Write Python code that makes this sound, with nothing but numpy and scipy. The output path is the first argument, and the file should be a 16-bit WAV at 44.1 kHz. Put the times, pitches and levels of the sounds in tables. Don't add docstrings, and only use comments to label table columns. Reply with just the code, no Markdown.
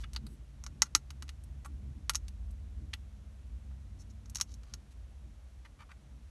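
import sys
import numpy as np
from scipy import signal
from scipy.fft import rfft, irfft
from scipy.io import wavfile
from scipy.ndimage import uniform_filter1d

SR = 44100
rng = np.random.default_rng(int(sys.argv[2]) if len(sys.argv) > 2 else 0)


def wav_record(signal):
    frames = np.transpose(np.atleast_2d(signal))
    bounded = np.clip(frames, -1, 1)
    quanta = np.round(bounded * 32767).astype(np.int16)
    wavfile.write(sys.argv[1], SR, quanta)


N = 277830
TIME = np.arange(N) / SR
TOP_HZ = 12000

# (frequency [Hz], relative level [dB])
CABIN_SPECTRUM = [(20, -49), (33, -18), (44, -10), (55, 5), (72, -2), (95, -14), (117, -15), (135, -13.5),
                  (168, -23), (212, -17.5), (236, -24.5), (280, -24.5), (350, -31.5), (600, -57),
                  (2000, -90)]


def undb(db):
    return 10 ** (np.asarray(db) / 20)


def unit(x):
    return x / np.sqrt(np.mean(x ** 2))


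def curves(table):
    s, *columns = np.transpose(table)
    return [np.interp(TIME, s, column) for column in columns]


def colour(points, hz):
    f, db = np.transpose(points)
    return undb(np.interp(np.log(np.maximum(hz, 1)), np.log(f), db))


def noise(points):
    hz = np.arange(N // 2 + 1) * SR / N
    spectrum = rfft(rng.standard_normal(N)) * colour(points, hz)
    return unit(irfft(spectrum, N))


def walk(rate):
    hold = int(SR / rate)
    steps = np.repeat(rng.standard_normal(N // hold + 1), hold)
    return unit(uniform_filter1d(steps, hold)[:N])


def fade(t, t60):
    return np.exp(-np.log(1000) * t / t60)


def add(out, s, sound):
    i = max(int(s * SR), 0)
    out[i:i + len(sound)] += sound[:N - i]


def air(hiss_db=-69.5):
    # (frequency [Hz], relative level [dB])
    hiss_spectrum = [(250, -8.5), (420, 0.5), (620, 1.5), (900, -3), (2000, -7), (4000, -10.5), (4900, -14),
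                     (5700, -11), (8000, -15), (11700, -18.5)]
    return noise(hiss_spectrum) * undb(hiss_db)


def road(low_db=0., panels_db=0., split_hz=110, steadiness=0.51, lumps_db=3.5):
    # (time [s], deep rumble level [dB], drumming panels level [dB])
    roughness = [(0, -41.5, -52.5), (.47, -57.5, -61), (.66, -43, -62), (.9, -52.5, -59), (1.4, -46, -59.5),
                 (2.4, -48, -60.5), (3.2, -55.5, -62), (3.6, -47.5, -63.5), (4, -53.5, -60.5),
                 (4.45, -51, -62.5), (5.1, -48.5, -62), (6.05, -56.5, -66), (6.17, -51.5, -58),
                 (6.3, -49.5, -70.5)]
    deep_db, drum_db = curves(roughness)
    shake = noise(CABIN_SPECTRUM)
    lowpass = signal.butter(4, split_hz, fs=SR, output="sos")
    low = signal.sosfiltfilt(lowpass, shake, padtype="even")
    swell = np.sqrt(uniform_filter1d(low ** 2, size=6000))
    deep = unit(low / swell ** steadiness) * undb(deep_db + low_db)
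    drumming = unit((shake - low) * undb(lumps_db * walk(14)))
    return deep + drumming * undb(drum_db + panels_db)


def drone(drone_db=0., boom_db=0., waver_db=1.06):
    # (time [s], pitch [Hz], level [dB], level of its octave [dB])
    wheel_notes = [(0, 64.29, -43.5, -67), (.3, 64.13, -48, -68), (.5, 66.23, -66, -63.5),
                   (1, 67.92, -55.5, -63), (1.4, 68, -52, -63), (2.2, 68.33, -46.5, -62),
                   (2.45, 68.3, -45.5, -82), (3, 67.77, -45.5, -75), (3.3, 66.94, -54, -74),
                   (3.7, 66.7, -46, -58.5), (4.2, 64.77, -58.5, -68), (5.5, 61.48, -56.5, -75.5),
                   (6.3, 61.3, -64, -77)]
    # (time [s], pitch [Hz], level [dB])
    cabin_boom = [(0, 52.24, -45.5), (.9, 54, -65), (1.8, 52.28, -54), (2.5, 51.09, -47), (3.4, 52, -57.5),
                  (4.3, 54.94, -48.5), (4.8, 56.67, -52), (6.3, 54.8, -71)]
    hz, db, octave_db = curves(wheel_notes)
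    deep_hz, deep_db = curves(cabin_boom)
    notes = [(hz, db + drone_db), (2 * hz, octave_db + drone_db), (deep_hz, deep_db + boom_db)]
    out = np.zeros(N)
    for pitch, level_db in notes:
        cycles = np.cumsum(pitch) / SR + rng.random()
        out += unit(np.sin(2 * np.pi * cycles)) * undb(level_db + waver_db * walk(3))
    return out


def engine(engine_db=-2.0, waver_db=1.5):
    # (time [s], firing rate [Hz], level before the engine_db trim [dB])
    firing = [(0, 85.68, -62), (1.1, 81, -60.5), (1.7, 82.52, -52.5), (2.3, 85, -50.5), (3, 88, -52),
              (3.6, 91, -55), (4.35, 94.34, -50), (4.65, 89.7, -63.5), (6.3, 79.6, -74.5)]
    # (multiple of the firing rate [ratio], relative level [dB])
    partials = [(1, 0), (2, -8), (7 / 3, -5), (3, -10)]
    hz, db = curves(firing)
    phase = 2 * np.pi * np.cumsum(hz) / SR
    hum = np.zeros(N)
    for multiple, part_db in partials:
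        strength = undb(part_db + waver_db * walk(7.0)) * colour(CABIN_SPECTRUM, multiple * hz)
        hum += strength * np.sin(multiple * phase + 2 * np.pi * rng.random())
    return unit(hum / colour(CABIN_SPECTRUM, hz)) * undb(db + engine_db)


def causal(gain):
    cepstrum = irfft(np.log(gain + 1e-12))
    half = len(cepstrum) // 2
    cepstrum[1:half] *= 2
    cepstrum[half + 1:] = 0
    return np.exp(rfft(cepstrum))


def contact(db, hz, q, thump_db, thump_hz=1170, fall_db_per_octave=9.5):
    centres = np.array([1200, 2000, 3050, 4400, 6250, 9500])
    ring = 1 / (1 + (q * (centres / hz - hz / centres)) ** 2)
    thump = undb(thump_db - fall_db_per_octave * np.log2(centres / thump_hz))
    return 10 * np.log10(undb(db) ** 2 * ring / ring.sum() + thump ** 2)


def voiced(x, band_db, seconds):
    # (frequency [Hz], relative level [dB])
    box_colour = [(150, -35.5), (380, -26), (560, -6), (700, -11), (820, -1), (1300, 7), (1650, 5.5),
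                  (2050, 10), (4500, 4), (5100, -2), (5600, 2.5), (6500, 2.5), (7700, -4), (11800, -5.5)]
    edges = [1600, 2500, 3700, 5200, 7500]
    hz = np.fft.rfftfreq(len(x), 1 / SR)
    spectrum = rfft(x) * causal(colour(box_colour, hz))
    band = np.searchsorted(edges, hz)
    energy = np.bincount(band, np.abs(spectrum) ** 2 * (hz < TOP_HZ)) * 2 / len(x)
    power = energy / (seconds * SR)
    gain_db = np.asarray(band_db) - 10 * np.log10(power)
    smooth_db = uniform_filter1d(gain_db[band], size=61)
    return irfft(spectrum * causal(undb(smooth_db)))


def carrier(t, scatter_db=-24, cabin_db=-49, modes_db=-39, build_s=.0007,
            direct_db=-4.5, shell_hz=5900, shell_t60=0.00078):
    # (mean delay [ms], gain [ratio])
    bounces = [(1.419, -0.43), (2.198, 0.02), (3.303, 0.48), (4.601, -0.2)]
    # (mean pitch [Hz], level relative to modes_db [dB], t60 [s])
    box_modes = [(861, -5, 0.065), (1240.6, -20, 0.044), (1382, -4.5, 0.064), (1962, 1, 0.046),
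                 (2890, 3, 0.043), (3933, -9.5, 0.016), (4680, 6, 0.032), (5490, 4, 0.045),
                 (6030, -3, 0.044), (6400, 0, 0.04), (6484, 3, 0.054), (7780, -3.5, 0.065)]
    scatter = undb(scatter_db) * fade(t, .04) + undb(cabin_db) * fade(t, .1)
    tail = rng.standard_normal(len(t)) * scatter
    variations = rng.uniform(-1, 1, (len(box_modes), 2))
    for (hz, db, t60), (detune, phase) in zip(box_modes, variations):
        mode_hz = hz * (1 + 0.0045 * detune)
        tail += undb(modes_db + db) * fade(t, t60) * np.sin(2 * np.pi * mode_hz * t + np.pi * phase)
    response = tail * (1 - np.exp(-(t / build_s) ** 2))
    response += undb(direct_db) * fade(t, shell_t60) * np.sin(2 * np.pi * shell_hz * t + np.pi / 4)
    for (ms, gain), shift in zip(bounces, rng.standard_normal(len(bounces))):
        delay_ms = abs(ms * (1 + .05 * shift))
        response[int(delay_ms * SR / 1000)] += gain
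    return response


def box_notes(rise_s=0.0015, size=8192):
    # (time [s], pitch [Hz], level before rise and decay [dB], t60 [s])
    short_notes = [(0.8228, 2021, -18, 0.018), (.8215, 870, -41, .025), (.9512, 295, -35, 0.053),
                   (.9512, 955, -37, 0.03), (.9512, 2750, -21, 0.01391), (1.6545, 840, -43, 0.046),
                   (1.6569, 1140, -45.5, 0.069), (2.0965, 880, -42, .024)]
    out, t = np.zeros(N), np.arange(size) / SR
    for s, hz, db, t60 in short_notes:
        envelope = fade(t, t60) * (1 - np.exp(-t / rise_s))
        add(out, s, undb(db) * np.sin(2 * np.pi * hz * t) * envelope)
    return out


def scuffs(scuff_db=0., jitter=0.35, grit_db=-30, slips_per_s=380, slip_spread_db=3, size=12288):
    # (time [s], length [s], level [dB],
    # pitch [Hz], sharpness of that pitch [Q], thump of the box [dB])
    slides = [(0, 0.031, -61.5, 5730, 1.1, -74), (.034, .013, -50.5, 2560, 9, -54),
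              (0.275, .09, -74, 10900, 5.4, -91), (0.847, 0.026, -63, 5700, 1.9, -63.5),
              (1.646, 0.01, -57.5, 7570, 2, -53), (3.987, 0.041, -64, 6900, 6.7, -85.5),
              (4.095, 0.023, -68, 5800, 6, -90), (4.468, 0.092, -69, 5616, 2.9, -88),
              (4.637, 0.12, -75, 4600, 1.3, -76), (4.907, 0.022, -69, 7040, 0.44, -92.5),
              (5.647, 0.021, -58, 1700, 1.6, -66.5), (5.788, 0.046, -58, 1330, 1.7, -67.5),
              (5.889, 0.013, -61.5, 1150, 2.1, -69), (5.903, 0.021, -56.5, 1550, 1.6, -71.5)]
    out, t = np.zeros(N), np.arange(size) / SR
    for s, length, *touch in slides:
        gaps, strength = rng.standard_normal(size=(2, 256))
        when = np.cumsum(np.exp(jitter * gaps) / slips_per_s) - .5 / slips_per_s
        inside = when < length
        slips = undb(grit_db) * rng.standard_normal(size)
        slips[(when[inside] * SR).astype(int)] += undb(slip_spread_db * strength[inside])
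        pressure = np.sqrt(np.maximum(t * (length - t), 0))
        slide = signal.fftconvolve(slips * pressure, carrier(t))[:size]
        add(out, s, voiced(slide, contact(*touch), length))
    return undb(scuff_db) * out


def snaps(snap_db=-2.09, size=8192):
    # (time [s], shell level before the snap_db trim [dB], shell pitch [Hz],
    # sharpness of that pitch [Q], thump of the box before the same trim [dB])
    clicks = [(.1339, -50, 6900, 1.1, -69), (.149, -56.5, 4500, 1.2, -60), (.1627, -36, 4100, 4.7, -47),
              (0.2665, -58.5, 10500, 7, -80), (0.2672, -53.5, 4360, 7.5, -62),
              (.6389, -47, 6900, 12, -56.5), (.6648, -44, 5620, 6.7, -49), (.8202, -18, 5750, 9.2, -31),
              (0.9504, -18, 5630, 4.2, -28), (.9608, -48.5, 8700, 5.5, -52.5),
              (1.1053, -48, 4900, 1.2, -54.5), (1.2242, -46, 5500, 1, -50.5),
              (1.2809, -58.5, 3340, 0.63, -71), (1.292, -45.5, 3620, .8, -81),
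              (1.438, -60.5, 11000, 3.3, -89), (1.6598, -54.5, 9400, 3.8, -51),
              (2.0957, -26.5, 6300, 0.62, -33), (2.1362, -50.5, 6500, 1.3, -64.5),
              (2.148, -38, 5900, 7.4, -43), (2.1548, -28, 6200, 4, -68), (2.2825, -51, 6000, 1, -83.5),
              (2.509, -64.5, 9000, 2.5, -82), (2.9337, -43.5, 2294, 3.2, -72.5),
              (2.9371, -37, 3400, 1.8, -84.5), (3.713, -78, 3040, 1, -68.5),
              (4.2586, -59.5, 5700, 6.9, -66.5), (4.298, -53, 7740, 9.7, -78), (4.3487, -44, 7250, 6, -74),
              (4.3569, -34, 5930, 4.2, -52.5), (4.3697, -40.5, 6400, 5.2, -69),
              (4.385, -49.5, 5700, 4.7, -57), (4.4007, -43, 6100, 3.66, -47.5),
              (4.4119, -25.5, 6200, 3.6, -44.5), (4.5193, -62, 5700, 4, -87),
              (4.5408, -53.5, 6500, 5.1, -89), (4.6339, -62.5, 5000, 1.1, -66.5),
              (4.7383, -41, 5660, 5.5, -56.5)]
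    out, t = np.zeros(N), np.arange(size) / SR
    for s, *touch in clicks:
        add(out, s, voiced(carrier(t), contact(*touch), seconds=1 / 100))
    return undb(snap_db) * out


def scene():
    cabin = air() + road() + drone() + engine()
    bird = box_notes() + scuffs() + snaps()
    return (cabin + bird)[None]


def record(dry):
    lowpass = signal.ellip(10, .2, 60, TOP_HZ, fs=SR, output="sos")
    return signal.sosfilt(lowpass, dry)


dry = scene()
out = record(dry)
wav_record(out)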